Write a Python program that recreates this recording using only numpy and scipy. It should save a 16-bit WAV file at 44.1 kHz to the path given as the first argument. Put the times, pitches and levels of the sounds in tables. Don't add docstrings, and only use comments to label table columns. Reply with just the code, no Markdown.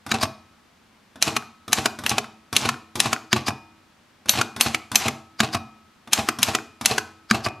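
import sys
import numpy as np
from scipy import signal
from scipy.fft import rfft, irfft, next_fast_len
from scipy.io import wavfile

SR = 44100
rng = np.random.default_rng(int(sys.argv[2]) if len(sys.argv) > 2 else 0)


def file_out(sig):
    cols = np.atleast_2d(sig).T
    lim = np.clip(cols, -1, 1)
    pcm = np.round(lim * 32767).astype(np.int16)
    wavfile.write(sys.argv[1], SR, pcm)


N = 335160

# (time [s], level [dB], typebar ring [dB], time the finger holds the carriage back [s])
STRIKES = [(1.2248, -12.5, -53, 0), (1.7296, -12, -46, 0.002), (2.0633, -18.5, -35, 0),
           (2.5644, -12, -41.5, .038), (3.0017, -12.5, -45.5, 0.004), (4.293, -10.5, -20, 0.041),
           (4.6098, -11, -18, 0.00034), (4.956, -10, -26.5, .051), (6.1319, -11, -39, 0.0031),
           (6.4296, -12, -39, 0.0032), (6.8582, -11.3, -43, 0.0014)]
# (time [s], level [dB])
KEYS = [(0.064, -33.5), (.092, -38), (1.157, -43.5), (1.6794, -33.5), (1.988, -33.5), (2.037, -32.5),
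        (2.5277, -26), (2.9549, -27.5), (4.258, -39.5), (4.563, -32), (4.9162, -28), (6.074, -41.5),
        (6.3869, -29), (6.811, -29.5)]
# (frequency [Hz], width [Hz], level [dB])
PLATEN = [(208, 71, 1.5), (333, 18, -18.5), (724, 400, -7), (1310, 860, -9), (1750, 128, -7.5),
          (2560, 560, 1.5), (3220, 260, -5), (3880, 93, -4.5), (4080, 430, -3), (5330, 110, -3.5),
          (6170, 430, -2.5), (7360, 403, -9), (8700, 450, -11.5), (10170, 480, -7.5), (11500, 2300, -13.5)]
# (frequency [Hz], width [Hz], level [dB])
LINKAGE = [(121, 120, -0.5), (228, 37, 1.5), (323, 37, -5), (736, 180, -9.5), (1129, 440, -6.5),
           (1488, 340, -9.5), (2370, 204, -11.5), (3525, 300, -11.5), (5594, 1038, -19), (9300, 3700, -24)]
# (frequency [Hz], level [dB], t60 [s])
TYPEBAR = [(4400, -8, .27), (5862, -14, .2), (6697, -10, .09), (8440, -15, .18), (10590, -11, .2),
           (11950, -.5, .13)]
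# (frequency [Hz], relative density [dB per Hz])
SPRINGS = [(150, -16), (300, -5.5), (700, -4), (1300, 1), (2700, 0), (5000, 0.5), (7500, 1.5),
           (10000, -8.5), (12500, -13.5), (15000, -32)]
FIRM_SLAP_DB, SLAP_BRIGHTENS = -12.5, 1.6
FIRM_KEY_DB, KEY_BRIGHTENS = -28, .5
CLASH_S, CLASH_DB = 2.0933, -20.5


def letters(trip_db=-17, trip_ahead_s=.008, spring_db=-18.0, spring_t60=0.43):
    out, t = np.zeros(N), np.arange(SR) / SR
    for s, db in KEYS:
        bright_db = KEY_BRIGHTENS * (db - FIRM_KEY_DB)
        click = contact(LINKAGE, db, bass_db=-0.5, treble_db=5.5 + bright_db, chatter_t60=0.046, rise_s=0.00046,
                        slide_db=-28.5, slide_t60=.03, tail_db=-2.5, grit_db=0.8)
        add(out, s, click, LEAD)
    for s, db, ring_db, _ in STRIKES:
        trip = contact(PLATEN, db + trip_db, bass_db=0, treble_db=-1.8, chatter_t60=.05, rise_s=0.00035,
                       slide_db=-8, slide_t60=0.03, tail_db=-4.5, grit_db=5.5)
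        add(out, s - trip_ahead_s, trip, LEAD)
        bright_db = SLAP_BRIGHTENS * (db - FIRM_SLAP_DB)
        slap = contact(PLATEN, db, bass_db=-8, treble_db=3.5 + bright_db, chatter_t60=.024, rise_s=.00015,
                       slide_db=-35.0, slide_t60=.02, tail_db=-13.5, grit_db=1.5)
        add(out, s, slap, LEAD)
        add(out, s, amp(ring_db) * ring(TYPEBAR))
        decay = amp(db + spring_db - 60 * t / spring_t60)
        sizzle = decay * grainy(SR, grit_db=2) * noise(SPRINGS, SR)
        add(out, s + .004, sizzle)
    clash = contact(PLATEN, CLASH_DB, bass_db=0.5, treble_db=15.0, chatter_t60=.045, rise_s=.00015,
                    slide_db=-34.5, slide_t60=.02, tail_db=-22, grit_db=7.5)
    add(out, CLASH_S, clash, LEAD)
    return out


# (frequency [Hz], width [Hz], level [dB])
CARRIAGE = [(96, 18, -5), (122, 44, 3.5), (227.5, 12, 5), (318, 45, -2.5), (446.6, 27, -4), (659, 41, -7.5),
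            (787, 65, -4.5), (1118, 66, -6.5), (1420, 490, -18.5), (2600, 310, -12.5), (4100, 320, -15),
            (6500, 3200, -27.5), (9630, 3043, -43.5)]
# (frequency [Hz], gain [dB])
RAIL = [(40, -34.5), (85, -5), (125, 1), (165, -9.5), (220, 0), (520, -13), (760, -1.5), (1150, -5),
        (1800, -9), (2700, -6), (6000, -13), (11000, -29), (15000, -46)]
LETTER_STEP_S = .0515
LETTER_STOP_DB, SPACE_STOP_DB = -21, -21.5


def carriage(frame_db=-23, roll_db=-29, let_go_s=.035):
    out, t = np.zeros(N), np.arange(SR // 2) / SR
    steps = [(s, LETTER_STEP_S + held, LETTER_STOP_DB) for s, _, _, held in STRIKES]
    steps += [(s, wait, SPACE_STOP_DB) for s, _, wait in SPACES]
    for stroke, wait, db in steps:
        start, stop = stroke + min(let_go_s, wait), stroke + wait
        slowing = amp(-60 * np.maximum(t - (stop - start), 0) / .24)
        speed = np.clip(t / .008, 0, 1) * slowing
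        bumps = grainy(len(t), 4.5) * rng.standard_normal(len(t))
        roll = filtered(bumps, lambda hz: amp(along(RAIL, hz)))
        add(out, start, amp(roll_db) * speed * roll / rms(roll))
        thud = contact(CARRIAGE, db, bass_db=-5.5, treble_db=-1.0, chatter_t60=.07, rise_s=0.0011,
                       slide_db=-11.0, slide_t60=0.22, tail_db=-9.5, grit_db=2.5)
        add(out, stop, thud, LEAD)
        add(out, stop, amp(db + frame_db) * frame_ring())
    return out


# (time [s], level [dB], pitch of that bar [Hz])
RETURNS = [(1.3645, -17.5, 2455), (1.857, -15, 970), (2.181, -16.5, 2510), (2.689, -17, 1110),
           (3.129, -17, 1414), (4.412, -16.5, 1380), (4.745, -18, 2270), (5.081, -20, 2216),
           (6.287, -16, 1690), (6.5488, -16.5, 2360), (6.9801, -17, 1530)]
# (time [s], level [dB])
HOPS = [(1.424, -41.5), (2.242, -37.5), (2.741, -36.5), (3.163, -32.5), (6.586, -32.5)]
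# (frequency [Hz], width [Hz], level [dB])
BAR_REST = [(125, 23, 1.5), (236, 19, 9.5), (320, 45, 3), (418, 28, 5), (739, 110, 2), (1100, 100, 3.5),
            (1320, 140, 4.5), (1600, 359, -2.5), (2400, 1700, -2), (3930, 2700, -6.5), (6140, 2300, -6.5),
            (7905, 13000, -21), (11100, 4241, -30.5)]
HOP_HZ = 1440


def typebar_returns(bar_width_hz=220, bar_db=6, hop_db=13, frame_db=-27):
    out = np.zeros(N)
    for s, db, bar_hz in RETURNS:
        part = [*BAR_REST, (bar_hz, bar_width_hz, bar_db)]
        clack = contact(part, db, bass_db=-0.4, treble_db=-1.83, chatter_t60=.027, rise_s=0.0013,
                        slide_db=-18.5, slide_t60=0.08, tail_db=-14.5, grit_db=1.0)
        add(out, s, clack, LEAD)
        add(out, s, amp(db + frame_db) * frame_ring())
    for s, db in HOPS:
        part = [*BAR_REST, (HOP_HZ, bar_width_hz, hop_db)]
        hop = contact(part, db, bass_db=-7.5, treble_db=-9.0, chatter_t60=.015, rise_s=.0005,
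                      slide_db=-19.5, slide_t60=.02, tail_db=-16.0, grit_db=6.5)
        add(out, s, hop, LEAD)
    return out


# (time [s], level [dB], time until the carriage stops [s])
SPACES = [(0.1152, -17, 0.025), (3.3291, -13, 0.032), (5.403, -13.5, .029), (7.3102, -12.5, 0.034)]
# (time [s], level [dB], treble [dB], frame ring [dB])
RELEASES = [(0.2321, -17.5, -0.5, -42.5), (3.485, -20, -5, -38.5), (5.549, -20, -7, -38.5),
            (7.465, -21.5, -12, -38.5)]
# (frequency [Hz], width [Hz], level [dB])
SPACE_BAR = [(126, 13, -16.5), (312, 21, -16), (366.5, 16.5, -10), (690, 55, -19), (1233, 180, -13.5),
             (1425, 260, -17.5), (1686, 270, -15), (2300.0, 220, -18), (3049.0, 650, -22),
             (3860, 130, -16.5), (4740, 890, -22.5), (6640, 480, -22.5), (12300, 270, -32.5)]
# (frequency [Hz], width [Hz], level [dB])
SPACE_STOP = [(113.2, 46, 2.5), (229.3, 26, 1), (305.4, 113, -7.5), (694, 68, 1), (830, 28, -3),
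              (1120, 140, 0), (1610, 170, -8.5), (2630, 830, -9), (3840, 180, -18.5), (4780, 2000, -9.5),
              (8300, 4300, -21.5)]
# (frequency [Hz], width [Hz], level [dB])
PAWL = (4830, 380, 2)
# (frequency [Hz], level [dB], t60 [s])
CASE = [(218, 0, .13), (122, -13, .13)]
PAWL_AHEAD_S, BOUNCE_S = 0.014, .02


def space_bar(case_db=0.0, trip_db=-19, trip_ahead_s=.01, pawl_db=-28, bounce_db=-11):
    out = np.zeros(N)
    for s, db, _ in SPACES:
        trip = contact([*SPACE_BAR, PAWL], db + trip_db, bass_db=-2, treble_db=-10, chatter_t60=0.045,
                       rise_s=.0005, slide_db=-9, slide_t60=.04, tail_db=-9, grit_db=3.5)
        add(out, s - trip_ahead_s, trip, LEAD)
        knock = contact(SPACE_BAR, db, bass_db=-2.2, treble_db=-0.3, chatter_t60=.028, rise_s=0.00018,
                        slide_db=-19.5, slide_t60=0.035, tail_db=-19, grit_db=3)
        add(out, s, knock, LEAD)
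        add(out, s, amp(db + case_db) * ring(CASE, spread_db=-2.0))
    for s, db, treble_db, frame_db in RELEASES:
        tick = contact([*SPACE_STOP, PAWL], pawl_db, bass_db=-2, treble_db=-1.5, chatter_t60=.04,
                       rise_s=0.00045, slide_db=-1, slide_t60=0.04, tail_db=-20, grit_db=4)
        add(out, s - PAWL_AHEAD_S, tick, LEAD)
        landing = contact(SPACE_STOP, db, bass_db=2, treble_db=treble_db, chatter_t60=0.037, rise_s=0.00073,
                          slide_db=0, slide_t60=0.035, tail_db=-14, grit_db=2.0)
        add(out, s, landing, LEAD)
        bounce = contact(SPACE_STOP, db + bounce_db, bass_db=5.5, treble_db=-8, chatter_t60=.03, rise_s=.0007,
                         slide_db=-8, slide_t60=0.039, tail_db=-19, grit_db=3.5)
        add(out, s + BOUNCE_S, bounce, LEAD)
        add(out, s, amp(frame_db) * frame_ring())
    return out


# (frequency [Hz], gain [dB])
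DESK = [(138, 1), (163, -17), (192, 0), (470, -0.5), (525, -5), (600, 1.5)]
LEAD = SR // 25
SPAN = 2 ** 13


def contact(part, db, bass_db, treble_db, chatter_t60, rise_s, slide_db, slide_t60, tail_db, grit_db, push_hz=520):
    t, hz = (np.arange(SPAN) - LEAD) / SR, np.fft.rfftfreq(SPAN, 1 / SR) + 1
    after = np.maximum(t, 0)
    burst = amp(-60 * after / max(chatter_t60, .003)) * (1 - np.exp(-after / rise_s))
    slide = burst.max() * amp(slide_db - 60 * abs(t) / slide_t60) * (t < 0)
    rattle = (burst + slide) * grainy(SPAN, grit_db) * rng.standard_normal(SPAN)
    slow = 1 / (1 + (hz / push_hz) ** 4)
    push = causal(np.sqrt(slow)) * rfft(t == 0)
    chatter = causal(np.sqrt(1 - slow)) * rfft(rattle / np.linalg.norm(rattle))
    power = sum(amp(level) ** 2 / (1 + ((hz ** 2 - f ** 2) / (hz * width)) ** 2) for f, width, level in part)
    band = (1 + (hz / 12500) ** 16) * (1 + (70 / hz) ** 6)
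    tone_db = along([(350, bass_db), (700, 0.015), (2200, 0), (4500, treble_db)], hz)
    tilt = amp(tone_db + along(DESK, hz))
    blow = irfft((push + chatter) * causal(np.sqrt(power / band) * tilt))
    blow *= amp(db) / rms(blow[LEAD:][:SR * 12 // 1000])
    sound = amp(tail_db) * signal.fftconvolve(blow, diffuse())
    sound[:SPAN] += blow
    return sound


# (frequency [Hz], level [dB], t60 [s])
FRAME = [(89.8, -11.5, 1.1), (218.5, -4, .8), (323, -10.5, 1.4), (726, -1.5, 0.37), (767, -2.5, 0.49),
         (917, -5.5, 0.57), (1030, -9.5, .5), (1170, -11, .65), (1290, -8.5, 1.15), (2455, -2.5, .6),
         (2560, -1, .25)]


def frame_ring():
    return ring(FRAME)


def ring(modes, spread_db=2):
    t = np.arange(SR) / SR
    hz, db, t60 = np.transpose(modes)[:, :, None]
    level = amp(db + spread_db * rng.standard_normal(hz.shape) - 60 * t / t60)
    waves = np.sin(2 * np.pi * (hz * t + rng.random(hz.shape)))
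    return np.sum(level * waves, 0) * (1 - np.exp(-t / .002))


GRAIN = SR // 1000


def grainy(size, grit_db):
    touches = amp(grit_db * rng.standard_normal(size // GRAIN + 1))
    force = np.repeat(touches, GRAIN)[:size]
    return force / rms(force)


# (frequency [Hz], t60 [s])
TAIL_T60 = [(100, .4), (300, .38), (1000, .42), (2500, .44), (5000, .42), (9000, .37), (14000, .3)]
# (frequency [Hz], relative level [dB])
TAIL_COLOUR = [(100, -3.5), (220, 9), (550, 2.5), (1000, 0), (2500, -6.5), (5000, -4.5), (9000, -9.5),
               (14000, -1.5)]


def diffuse():
    hz, t, z = signal.stft(rng.standard_normal(SR * 3 // 4), SR, nperseg=256)
    colour_db = along(TAIL_COLOUR, hz)[:, None]
    decay_db = -60 * t / along(TAIL_T60, hz)[:, None]
    tail = signal.istft(z * amp(colour_db + decay_db), SR, nperseg=256)[1]
    tail *= 1 - np.exp(-np.arange(len(tail)) / SR / 0.0021)
    return tail / np.linalg.norm(tail)


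# (frequency [Hz], relative density [dB per Hz])
ROOM_TONE = [(25, -20), (45, -14), (85, -4), (150, -9), (222, -1), (290, -9), (500, -14), (1000, -11),
             (2400, -16), (4500, -21), (8000, -29), (13000, -35), (16000, -41)]
# (frequency [Hz], side against mid [dB])
ROOM_WIDTH = [(60, -19.5), (150, -16.5), (400, -3), (1300, -8), (4400, -5.5), (12000, -1)]
ROOM_DB = -58


def room_tone():
    side = filtered(noise(ROOM_TONE, N), lambda hz: amp(along(ROOM_WIDTH, hz)))
    return amp(ROOM_DB) * np.array([noise(ROOM_TONE, N), side])


def noise(spectrum, size):
    x = filtered(rng.standard_normal(size), lambda hz: amp(along(spectrum, hz)))
    return x / rms(x)


def amp(db):
    return 10 ** (np.asarray(db) / 20)


def rms(x):
    return np.sqrt(np.mean(x ** 2) + 1e-20)


def along(points, hz):
    f, v = np.transpose(points)
    return np.interp(np.log(hz + 1), np.log(f + 1), v)


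def filtered(x, response):
    n = x.shape[-1]
    m = next_fast_len(n + SPAN)
    return irfft(rfft(x, m) * response(np.fft.rfftfreq(m, 1 / SR)), m)[..., :n]


def causal(gain):
    cepstrum = irfft(np.log(np.maximum(gain, 1e-6)))
    cepstrum[1:SPAN // 2] *= 2
    cepstrum[SPAN // 2 + 1:] = 0
    return np.exp(rfft(cepstrum))


def add(track, s, sound, early=0):
    start = max(round(s * SR) - early, 0)
    track[start:start + len(sound)] += sound[:max(len(track) - start, 0)]


# (frequency [Hz], side against mid [dB])
WIDTH = [(100, -37), (300, -24), (1000, -21), (2500, -19), (5000, -16), (12000, -13)]
# (frequency [Hz], left over right [dB])
LEFT = [(300, 0), (1000, 1), (8000, .9), (13000, .6)]


def scene():
    machine = letters() + carriage() + typebar_returns() + space_bar()
    t = np.arange(SR // 25) / SR
    shell = rng.standard_normal(len(t)) * amp(-60 * t / .08)
    echoes = signal.fftconvolve(machine, shell / np.linalg.norm(shell))[:N]
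    reflected = filtered(echoes, lambda hz: amp(along(WIDTH, hz)))
    mid, side = np.array([machine, reflected]) + room_tone()
    stereo = np.array([mid + side, mid - side])
    return filtered(stereo, lambda hz: amp(np.outer([.5, -.5], along(LEFT, hz))))


TOP_HZ = 15600


def record(dry):
    clipped = dry / (1 + np.abs(dry) ** 6) ** (1 / 6)
    return filtered(clipped, lambda hz: 1 / (1 + (hz / TOP_HZ) ** 80))


dry = scene()
out = record(dry)
file_out(out)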